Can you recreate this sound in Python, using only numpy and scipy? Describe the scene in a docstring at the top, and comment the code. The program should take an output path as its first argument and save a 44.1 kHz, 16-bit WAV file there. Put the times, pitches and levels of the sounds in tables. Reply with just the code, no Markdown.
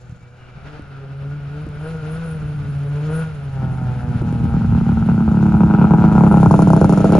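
"""Snowmobile on a frozen river

A two-stroke sled drives up the ice and slides in beside a parked one. Far off it hums and barks in
swells of throttle; then the throttle shuts, the revs sink and the charge burns only about every third
stroke, in volleys of pops that ring the exhaust and grow as it nears. The track rattles, squeals faintly
and sprays snow; a light wind and a few soft knocks reach the microphone."""
import sys
import numpy as np
from scipy import signal
from scipy.fft import rfft, irfft, next_fast_len
from scipy.io import wavfile
from scipy.ndimage import uniform_filter1d, minimum_filter1d

SR = 44100
rng = np.random.default_rng(int(sys.argv[2]) if len(sys.argv) > 2 else 0)


def pcm_store(signal):
    """Save signal as 16-bit PCM."""
    levels = np.round(np.clip(np.atleast_2d(signal), -1, 1) * 32767)
    wavfile.write(sys.argv[1], SR, levels.astype(np.int16).T)


N = 317079
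TIME = np.arange(N) / SR

# Loud pops. Each row: time in seconds, strength in dB, strength of the next stroke's flare in dB.
LOUD_POPS = [(4.4536, -24.5, -34.5), (4.5405, -23, -29), (4.5664, -22, -35), (4.6107, -27.0, -25),
             (4.645, -23.5, -27.5), (4.725, -23.5, -27.5), (4.7485, -19, -34), (4.7771, -24, -28.5),
             (4.8127, -21.5, -42.5), (4.865, -21.5, -46), (4.8932, -17.5, -33.5), (4.918, -23, -24.5),
             (4.9727, -21, -23), (5.0169, -27.5, -17.5), (5.0624, -23, -33), (5.0885, -15, -18.5),
             (5.117, -20.5, -32.5), (5.143, -23.5, -30.5), (5.1795, -20, -27.5), (5.2054, -17.5, -21.5),
             (5.2796, -17, -18.5), (5.3156, -16.5, -25.5), (5.3422, -19.5, -25), (5.3733, -16, -31.5),
             (5.4003, -25.5, -17), (5.4271, -15, -24), (5.4556, -17.5, -14), (5.4861, -19.5, -23),
             (5.5115, -28.5, -12), (5.5415, -13.0, -18.5), (5.6065, -11, -16), (5.6347, -9.5, -22),
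             (5.6644, -22.5, -16.5), (5.7009, -14, -9.5), (5.7389, -9.5, -9), (5.7878, -11, -12.5),
             (5.8154, -8, -6.5), (5.8433, -6.5, -9.5), (5.9085, -7.5, -11), (5.938, -5.5, -11),
             (5.985, -14, -16.5), (6.0129, -13.5, -7.5), (6.0402, -7, -7), (6.0795, -18, -16),
             (6.116, -14.5, -7.5), (6.1529, -12, -12), (6.1819, -7, -16), (6.2085, -7, -12.5),
             (6.2373, -7, -11.5), (6.2668, -6, -5), (6.3132, -9, -4), (6.3428, -5.5, -20),
             (6.3725, -8.5, -15), (6.4015, -15, -22), (6.4318, -2.5, -23.5), (6.461, -3.5, -12.5),
             (6.511, 3, -24), (6.5423, -1.5, -13), (6.5913, -1.5, -15), (6.6242, -7.5, -29),
             (6.6728, -7.5, -17.5), (6.7037, -7, -25.5), (6.735, 1, -27), (6.765, -11, -16.0),
             (6.8152, -8.5, -13.5), (6.8462, -5.5, -16.5), (6.8943, -11, -20.5), (6.9258, -11.5, -14.5),
             (6.9753, -12, -17), (7.0046, -18.5, -18.5), (7.0444, -9, -14), (7.0945, -14.5, -17),
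             (7.123, -11.5, -13.5), (7.153, -8, -12), (7.1814, -12.5, -9.5)]
# Strokes that do not catch. Each row: time in seconds, strength in dB, puff in the pipe in dB.
MISFIRES = [(3.45, -76, -51), (3.6, -33, -25), (4.3, -35, -27.5), (4.8, -30.5, -16), (5.5, -26, -11.5),
            (5.9, -19, -11.5), (6.2, -22, -11), (6.5, -30, -5.5), (6.8, -31, -12), (7.19, -34.5, -8.5)]


def amp(db):
    """Decibels to gain."""
    return 10 ** (np.asarray(db) / 20)


def unit(x):
    """Scales to rms 1."""
    return x / np.sqrt(np.mean(x ** 2) + 1e-20)


def curves(rows, at=TIME):
    """Each column of a table, joined by straight lines in time."""
    seconds, *columns = np.transpose(rows)
    return [np.interp(at, seconds, column) for column in columns]


def wander(rate):
    """Smooth random drift of rms 1 that changes about rate times a second."""
    size = 4096
    hz = np.fft.rfftfreq(size, TIME[-1] / size)
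    slow = irfft(rfft(rng.standard_normal(size)) * np.exp(-(hz / rate) ** 2))
    return unit(np.interp(TIME, np.linspace(0, TIME[-1], size), slow))


def colour(x, spectrum, modes=()):
    """Minimum-phase EQ from a spectrum and resonances; its impulse response peaks at 1."""
    size = 8192
    hz = np.fft.rfftfreq(size, 1 / SR)
    point_hz, point_db = np.transpose(spectrum)
    db = np.interp(np.log(hz + 1), np.log(point_hz), point_db)
    db = db + sum(lift / (1 + (2 * (hz - centre) / width) ** 2) for centre, width, lift in modes)
    log_gain = np.log(amp(np.r_[db, db[-2:0:-1]]))
    taps = np.fft.ifft(np.exp(np.conj(signal.hilbert(log_gain)))).real[:size // 2]
    return signal.oaconvolve(np.atleast_2d(x), taps[None] / abs(taps).max(), axes=1)[:, :N]


def clicks(times, sizes):
    """Impulses, each shared between its two nearest samples."""
    whole, part = np.divmod(np.clip(times * SR, 0, N), 1)
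    whole = whole.astype(int)
    before = np.bincount(whole, sizes * (1 - part), N + 2)[:N]
    after = np.bincount(whole + 1, sizes * part, N + 2)[:N]
    return before + after


def fade(x, seconds):
    """Lets every impulse die away exponentially."""
    return signal.lfilter([1], [1, -np.exp(-1 / (seconds * SR))], x)


def noise(spread):
    """Stereo noise: a common middle plus sides scaled by spread."""
    mid, side = rng.standard_normal((2, N))
    return np.array([mid + spread * side, mid - spread * side])


def pan(x, left_db):
    """Leans a sound to the left, or to the right if negative."""
    return x * amp([[left_db / 2], [-left_db / 2]])


def wind(gust_db=3):
    """Wind on the microphone: a lumpy rumble in random gusts."""
    # Each row: time in seconds, level in dB.
    levels = [(0, -49), (.15, -41), (.3, -52), (.45, -57), (.57, -40), (.9, -45.5), (1.4, -38.5),
              (2.2, -34.5), (2.5, -27), (3.0, -34), (3.35, -33), (3.7, -26), (4.7, -18), (5.3, -24.5),
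              (6.1, -20), (7.19, -23)]
    # Each row: frequency in Hz, gain in dB.
    rumble_eq = [(10, -18.5), (30, -28), (50, -6.5), (75, 0), (105, -1), (160, -0.5), (260, -23),
                 (600, -55.5), (2000, -74)]
    return unit(colour(noise(.2), rumble_eq)) * amp(curves(levels)[0] + gust_db * wander(25))


def knocks(width_hz=80, body_db=7):
    """Dull bumps near the microphone, each with one short resonance."""
    # Each row: time in seconds, level in dB, body note in Hz.
    bumps = [(0.096, -27, 132), (0.123, -29.5, 166), (0.23, -34.5, 134), (0.795, -22.5, 296),
             (0.822, -28, 118), (1.565, -35, 170), (1.667, -18.5, 310), (1.69, -23.5, 113),
             (4.22, -12, 344), (4.327, -11, 265), (4.442, -13, 270)]
    out = 0
    for start, db, hz in bumps:
        dull_eq = [(25, -14), (70, 0), (hz, -4), (2.16 * hz, -20), (4 * hz, -50)]
        out += colour(clicks(np.array([start]), amp([db])), dull_eq, [(hz, width_hz, body_db)])
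    return out


def squeals(drift=0.009, flicker_db=3.5):
    """The far-off running gear squeals faintly in gliding, flickering tones."""
    # Each row: start and length in seconds, first and last pitch in Hz, level in dB.
    glides = [(0.15, 0.17, 2280, 2320, -60), (0.31, 0.55, 2335, 2320, -61.5),
              (0.228, 0.29, 1610, 1530, -58), (0.294, 0.3, 2860, 2830, -63), (1.2, 0.27, 2320, 2290, -62)]
    out = np.zeros(N)
    for start, length, start_hz, end_hz, db in glides:
        along = np.clip((TIME - start) / length, 0, 1)
        hz = (start_hz + (end_hz - start_hz) * along) * (1 + drift * wander(64))
        envelope = np.sqrt(abs(np.sin(np.pi * along))) * amp(db + flicker_db * wander(17))
        out += envelope * np.sin(2 * np.pi * np.cumsum(hz) / SR)
    return out


def bank_echoes(x, wet_db=-15, t60=0.071):
    """Weak scattered echoes from the ice, the parked sled and the river banks."""
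    t = np.arange(SR // 2) / SR
    taps = rng.standard_normal((2, len(t))) * (rng.random((2, len(t))) < .05)
    taps *= (t > .003) * amp(-60 * t / t60)
    taps = signal.lfilter(*signal.butter(2, 200, "high", fs=SR), taps)
    taps /= np.linalg.norm(taps, axis=1, keepdims=True)
    return amp(wet_db) * signal.fftconvolve(x, taps, axes=1)[:, :N]


def ice_bounce(x, share=0.65, delay_s=0.006, sway_s=0.0007):
    """Adds a reflection whose path sways with the sled, so each overtone flutters on its own."""
    return x + share * np.interp(TIME - delay_s - sway_s * wander(12.1), TIME, x)


def pop_ticks(decay_s=0.0059):
    """Bright, gritty ticks ride on the nearest pops."""
    # Each row: time in seconds, level in dB.
    ticks = [(6.511, -27), (6.541, -46), (6.59, -31.5), (6.62, -32), (6.675, -44), (6.703, -37),
             (6.73, -29.5), (6.764, -35.5), (6.811, -36), (6.844, -33.5), (6.893, -36), (6.925, -35.5),
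             (6.975, -36.5), (7.045, -35.5), (7.121, -32), (7.152, -33)]
    # Each row: frequency in Hz, gain in dB.
    tick_eq = [(1500, -26), (2400, -9), (3500, -15), (4600, -5), (6800, -8), (8200, -18), (10500, -6.5)]
    # Each row: centre and width in Hz, lift in dB.
    tick_peaks = [(4350, 290, 6.5), (5550, 260, 11.5), (6800, 350, 10.5), (9470, 410, 15.5)]
    times, db = np.transpose(ticks)
    return unit(colour(noise(0.21), tick_eq, tick_peaks)) * fade(clicks(times, amp(db)), decay_s)


def track(turns, strokes, strength_db, load, throb=0.024, grain_db=5.0, grains_per_s=1500):
    """The track rattles and throws snow, harder under load; strokes and pops shake the hiss."""
    # Levels before load is added. Each row: time in seconds, then rattle, spray and sizzle in dB.
    levels = [(0, -50.5, -64.5, -91), (.9, -43, -76.5, -77.5), (1.75, -43.5, -72.5, -71.5),
              (2.5, -39.5, -63.5, -65), (3.4, -41.5, -65, -66.5), (4.6, -38, -61.5, -64.5),
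              (6.05, -37.5, -56, -63.5), (6.5, -35, -46.5, -49), (6.95, -33.5, -49, -55.5),
              (7.19, -26.5, -50, -51.5)]
    # Flares of sizzle at the hardest squeezes. Each row: time in seconds, lift in dB.
    flares = [(1.87, 12), (2.13, 10.5), (2.3, 14.5), (3.17, 17.5)]
    # Tone of the three layers. Each row: frequency in Hz, gain in dB.
    rattle_eq = [(100, 17.5), (300, 3), (700, 7), (1100, 0), (1420, 9.5), (1800, -2.5), (2700, -2.5),
                 (3400, -9.5), (4200, -11.5), (5200, -15), (8000, -29.5)]
    spray_eq = [(2000, -21.5), (3600, -1.5), (5000, -4), (7200, 1), (8200, -14), (11000, -10)]
    sizzle_eq = [(6000, -32), (8400, -21.5), (9200, -1.5), (10700, -3), (11500, -28.5)]
    rattle_db, spray_db, sizzle_db = curves(levels)
    flare_db = sum(db * np.exp(-np.square((TIME - peak) / 0.058)) for peak, db in flares)
    jolts = fade(clicks(strokes, amp(strength_db)), seconds=0.006)

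    def shake(depth):
        swing = (1 + throb * np.cos(2 * np.pi * turns)) * (1 + depth * jolts)
        return swing / np.sqrt(uniform_filter1d(swing ** 2, size=6000))

    grains = (rng.random(N) < grains_per_s / SR) * amp(grain_db * np.minimum(rng.exponential(1, N), 5))
    snow = unit(noise(0.5)) + 0.36 * unit(grains * rng.choice([-1, 1], N))
    rattle = unit(colour(noise(.55) * shake(0.93), rattle_eq))
    rattle *= amp(rattle_db + 7 * load + 1.37 * wander(17))
    spray = unit(colour(snow * shake(5), spray_eq))
    spray *= amp(spray_db + 7.5 * load + 2.34 * wander(38))
    sizzle = unit(colour(noise(0.33) * shake(5), sizzle_eq))
    sizzle *= amp(sizzle_db + 4 * load + flare_db + 2.0 * wander(35))
    return pan(rattle + spray, left_db=0.7) + pan(sizzle, left_db=-0.5)


def vents(strokes, strength_db, scatter_db=2, follow=0.9, breath_db=-22, puff_s=0.0082):
    """A close-up growl: each stroke knocks the hood and sends a rough puff through its vents."""
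    # Each row: time in seconds, level in dB.
    levels = [(5.6, -80), (6.2, -39), (6.5, -31), (6.8, -25.5), (7.0, -21.5), (7.19, -23.5)]
    # Each row: frequency in Hz, gain in dB.
    growl_eq = [(150, -43.5), (280, 0), (400, 1.5), (620, -4), (850, -15), (1200, -27), (2000, -50)]
    # The hood's hollow notes. Each row: centre and width in Hz, lift in dB.
    hood_modes = [(422, 10, 2), (664, 36, 12.5), (855, 50, 5.5)]
    knock_db = scatter_db * rng.standard_normal(len(strokes)) + follow * np.maximum(strength_db, -30)
    knock = clicks(strokes, amp(knock_db))
    puffs = fade(knock, puff_s) * noise(0.4) * amp(breath_db)
    growl = unit(colour(knock + puffs, growl_eq, hood_modes))
    return pan(growl * amp(curves(levels)[0]), left_db=-0.5)


def throttle(sag_share=.74):
    """Load on the engine, about 0-1: each squeeze swells, then sags a little faster."""
    # Each row: peak time and rise in seconds, load from 0 to 1.
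    squeezes = [(0.71, 0.12, 0.73), (1.32, 0.095, 0.44), (1.61, 0.069, 0.72), (1.87, 0.12, 0.84),
                (2.17, 0.21, 0.82), (3.17, 0.16, 1.0)]
    return sum(load * np.exp(-np.square((TIME - peak) / np.where(TIME < peak, rise, rise * sag_share)))
               for peak, rise, load in squeezes)


def crank(flutter=0.0018, pop_rise_s=0.001013):
    """Turns counted over time, one stroke each; the flywheel keeps them smooth."""
    # Revs under throttle, then running down. Each row: time in seconds, strokes per second.
    pulling = [(0.1, 123.2), (0.19, 120.6), (0.34, 122.5), (0.38, 126.0), (0.53, 122.7), (0.71, 149.9),
               (0.77, 150.9), (0.85, 141.7), (0.96, 135.8), (1.18, 137.6), (1.37, 145.6), (1.46, 139.5),
               (1.63, 153.5), (1.75, 144.3), (1.91, 163.6), (2.05, 151.8), (2.22, 166.7), (2.4, 152.0),
               (2.75, 140.1), (2.95, 144.7), (3.19, 161.8), (3.3, 156.6), (3.37, 143.6), (3.5, 137.0)]
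    slowing = [(3.62, 131), (3.99, 122.7), (4.3, 117.5), (4.55, 115.5), (4.8, 112.5), (5.1, 111.7),
               (5.35, 107.6), (5.6, 105.6), (5.85, 105.7), (6.15, 107.5), (6.35, 103.1), (6.55, 98.1),
               (6.75, 98.7), (6.95, 100.4), (7.19, 103.3)]
    speed_hz = uniform_filter1d(curves(list(pulling) + slowing)[0], size=1500)
    turns = np.cumsum(speed_hz * (1 + flutter * wander(23.7))) / SR
    # Ease the phase so that the loud pops fall on whole strokes.
    onsets = np.transpose(LOUD_POPS)[0] - pop_rise_s
    slip = np.unwrap(np.interp(onsets, TIME, turns) % 1, period=1)
    return turns - uniform_filter1d(np.interp(TIME, onsets, slip), size=6000)


def hum(turns, strokes, load, rough=.14, jitter_s=3e-5, rasp_db=-30, rasp_s=0.0015):
    """A clean fundamental and a raspy pulse per stroke: barks under load, whirrs when coasting."""
    # Even firing before load is added. 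Each row: time in seconds, then fundamental, bark and nasal in dB.
    firing_levels = [(0, -42, -55.5, -61), (.4, -42.5, -57, -69), (.86, -38, -54, -54),
                     (.98, -31, -45.5, -52.5), (1.3, -25, -47.5, -55.5), (1.7, -28, -47.5, -53.5),
                     (2.4, -24, -44, -49.5), (2.9, -18.5, -38.5, -57.5), (3.23, -20.5, -40.5, -46),
                     (3.3, -30, -44, -57), (3.62, -18.5, -46, -64), (4.5, -23, -43, -68),
                     (5.2, -25.5, -88.5, -96.5)]
    # Throttle shut. Each row: time in seconds, then whirr, second and third harmonic in dB.
    coasting_levels = [(3.3, -78, -72, -75), (3.55, -48.5, -64, -55.5), (4.1, -44, -27.5, -41),
                       (4.55, -76, -27.5, -68), (5.1, -60.5, -33.5, -38.5), (5.5, -49.5, -33, -25.5),
                       (6.2, -35, -39, -25.5), (6.9, -44.5, -41, -26)]
    # Tone of the pulses. Each row: frequency in Hz, gain in dB.
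    bark_eq = [(150, -40.5), (230, -3.5), (298, 8), (332, -14), (372, 7), (475, 7.5), (560, 1.5), (640, -7),
               (800, -8.5), (950, -10), (1080, -13), (1250, -8.5), (1430, -16), (1600, -17), (1800, -23),
               (2600, -22.5), (4200, -34), (8000, -69)]
    nasal_eq = [(900, -54), (1250, -7), (1365, 1), (1440, 6), (1520, -7), (1700, -21), (2200, -54)]
    whirr_eq = [(90, -27.5), (230, -4), (290, -14.5), (380, -12.5), (600, -3.5), (760, 2.5), (900, -7.5),
                (1100, -48.5), (1400, 2), (1750, -10), (2700, -34), (6000, -40)]
    fundamental_db, bark_db, nasal_db = curves(firing_levels)
    whirr_db, second_db, third_db = curves(coasting_levels)
    size, late = rng.standard_normal((len(strokes), 2)).T
    pulses = clicks(strokes + jitter_s * late, 1 + rough * size)
    rasp = fade(pulses, rasp_s) * noise(.3) * amp(rasp_db)
    bark = unit(colour(ice_bounce(pulses) + rasp, bark_eq))
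    bark *= amp(bark_db + 7.5 * load + 1.8 * wander(15))
    nasal = unit(colour(ice_bounce(pulses) + rasp, nasal_eq))
    nasal *= amp(nasal_db + 6 * load + 1.8 * wander(7.5))
    whirr = unit(colour(pulses + rasp, whirr_eq)) * amp(whirr_db + 2 * wander(20))
    fundamental = np.cos(2 * np.pi * turns) * amp(fundamental_db + 3 * load + .5 * wander(12))
    drone = sum(np.cos(2 * np.pi * harmonic * (turns + .5)) * amp(db + 2.5 * wander(30))
                for harmonic, db in [(2, second_db), (3, third_db)])
    return pan(fundamental + drone, left_db=-0.5) + pan(bark + nasal + whirr, left_db=3.0)


def firings(strokes, strokes_per_pop=3, scatter_db=3.0, afterburn_db=-8):
    """Throttle shut: the charge builds for about three strokes, burns with a pop and flares once more."""
    # Small pops ahead of the volleys. Each row: time in seconds, strength in dB.
    stutter = [(3.45, -66), (3.6, -37), (3.95, -41.5), (4.3, -36), (4.45, -30.5)]
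    count = len(strokes)
    pop_times, pop_db, flare_db = np.transpose(LOUD_POPS)
    pops = np.array([np.argmin(abs(strokes - time)) for time in pop_times])
    waits = strokes_per_pop + rng.choice([-1, 0, 1], count, p=[.04, .88, .08])
    burns = np.isin(pops[0] - np.arange(count), np.cumsum(waits))  # counted back from the first loud pop
    strength_db = np.where(burns, curves(stutter, strokes)[0], curves(MISFIRES, strokes)[0])
    strength_db += scatter_db * rng.standard_normal(count)
    previous_db = np.r_[strength_db[0], strength_db[:-1]]
    strength_db = np.maximum(strength_db, previous_db + afterburn_db)
    strength_db[np.minimum(pops + 1, count - 1)] = flare_db
    strength_db[pops] = pop_db
    burns[pops] = True
    return strength_db, burns


def puff(hz=212, rise_s=0.0038, decay_s=0.0076):
    """The pipe's soft note after a stroke that does not burn."""
    t = np.arange(SR // 16) / SR
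    return -np.sin(2 * np.pi * hz * t) * (1 - np.exp(-t / rise_s)) * np.exp(-t / decay_s)


def whoop(start_hz=307, end_hz=142, sag_s=0.0038, rise_s=0.0012, hold_s=0.017):
    """The pipe's note after one burn: it sags as the gas drains and stops within a few cycles."""
    t = np.arange(SR // 20) / SR
    hz = end_hz + (start_hz - end_hz) * np.exp(-t / sag_s)
    envelope = (1 - np.exp(-t / rise_s)) * np.exp(-(t / hold_s) ** 4)
    return -np.sin(2 * np.pi * np.cumsum(hz) / SR) * envelope


def exhaust(strokes, strength_db, burns, whoop_db=-0.58, ring_db=-3.5, crack_db=-1.5, gas_db=-25,
            puff_scatter_db=3.0, whoop_lag_s=.002, puff_lag_s=.001):
    """Burns whoop in the pipe, unburnt strokes only puff; both ring the silencer, and hard burns crack."""
    # Tone of a pop's three parts. Each row: frequency in Hz, gain in dB.
    boom_eq = [(25, -7), (70, 16.5), (110, -2), (170, 4.5), (230, 3.5), (310, 1), (450, 0)]
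    ring_eq = [(150, -9.5), (330, 10), (560, -2.5), (850, 5.5), (1120, -4.5), (1400, 4.5), (1580, -5),
               (1760, -28.5), (2500, -18), (3400, -34), (8000, -99)]
    crack_eq = [(120, 5.5), (300, -3), (450, 5.5), (700, 3.5), (880, 10.5), (1050, 9.5), (1300, 3.5),
                (1480, 0), (1750, -62.5), (3000, -51.5), (8000, -63)]
    # Resonances of the silencer and hood. Each row: centre and width in Hz, lift in dB.
    silencer_modes = [(410, 50, 4), (690, 50, 4), (815, 50, 9), (955, 55, 7), (1315, 70, 6)]
    gate = np.clip((strength_db + 42.0) / 12, 0, 1)  # the weakest burns raise no whoop
    whoop_sizes = burns * gate * amp(whoop_db + 0.48 * strength_db)
    puff_db = curves(MISFIRES, strokes)[1] + puff_scatter_db * rng.standard_normal(len(strokes))
    whoops = signal.oaconvolve(clicks(strokes + whoop_lag_s, whoop_sizes), whoop())[:N]
    puffs = signal.oaconvolve(clicks(strokes + puff_lag_s, ~burns * amp(puff_db)), puff())[:N]
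    blows = clicks(strokes, amp(ring_db + 0.79 * strength_db))
    gas = fade(blows, seconds=0.005) * noise(0.2) * amp(gas_db)  # turbulence trails each blow
    boom = colour(whoops + puffs, boom_eq)
    ring = colour(blows + gas, ring_eq, silencer_modes)
    crack = colour(clicks(strokes, burns * amp(crack_db + 2.07 * strength_db)), crack_eq)
    return pan(boom, left_db=-.8) + pan(ring + crack, left_db=2.6)


def scene():
    """The throttle sets the load; one crank drives the hum, the pops and the track."""
    load = throttle()
    turns = crank()
    strokes = np.interp(np.arange(np.ceil(turns[0]), turns[-1]), turns, TIME)  # time of each whole turn
    strength_db, burns = firings(strokes)
    engine = hum(turns, strokes, load) + exhaust(strokes, strength_db, burns)
    engine += vents(strokes, strength_db)
    sled = engine + bank_echoes(engine) + track(turns, strokes, strength_db, load)
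    return sled + pop_ticks() + squeals() + wind() + knocks()


def record(dry, ceiling=.96, cutoff_hz=11400):
    """Sound reaches the right microphone port just after the left; a limiter and a low-pass follow."""
    # Each row: frequency in Hz, phase lead of the left port in radians.
    port_lead = [(0, 0), (150, 0), (600, 0.39), (1300, 0.59), (2600, 0.24), (5500, 1.28), (10000, 1.5)]
    size = next_fast_len(N + SR // 10, True)
    lead = np.interp(np.fft.rfftfreq(size, 1 / SR), *np.transpose(port_lead))
    right = irfft(rfft(dry[1], size) * np.exp(-1j * lead), size)[:N]
    stereo = np.array([dry[0], right])
    safe_gain = np.minimum(1, ceiling / (abs(stereo).max(axis=0) + 1e-9))
    held_gain = minimum_filter1d(safe_gain, size=300)
    gain = uniform_filter1d(uniform_filter1d(held_gain, size=150), size=150)
    low_pass = signal.firwin(255, cutoff_hz, window=("kaiser", 9), fs=SR)
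    return signal.oaconvolve(stereo * gain, low_pass[None], "same")


dry = scene()
out = record(dry)
pcm_store(out)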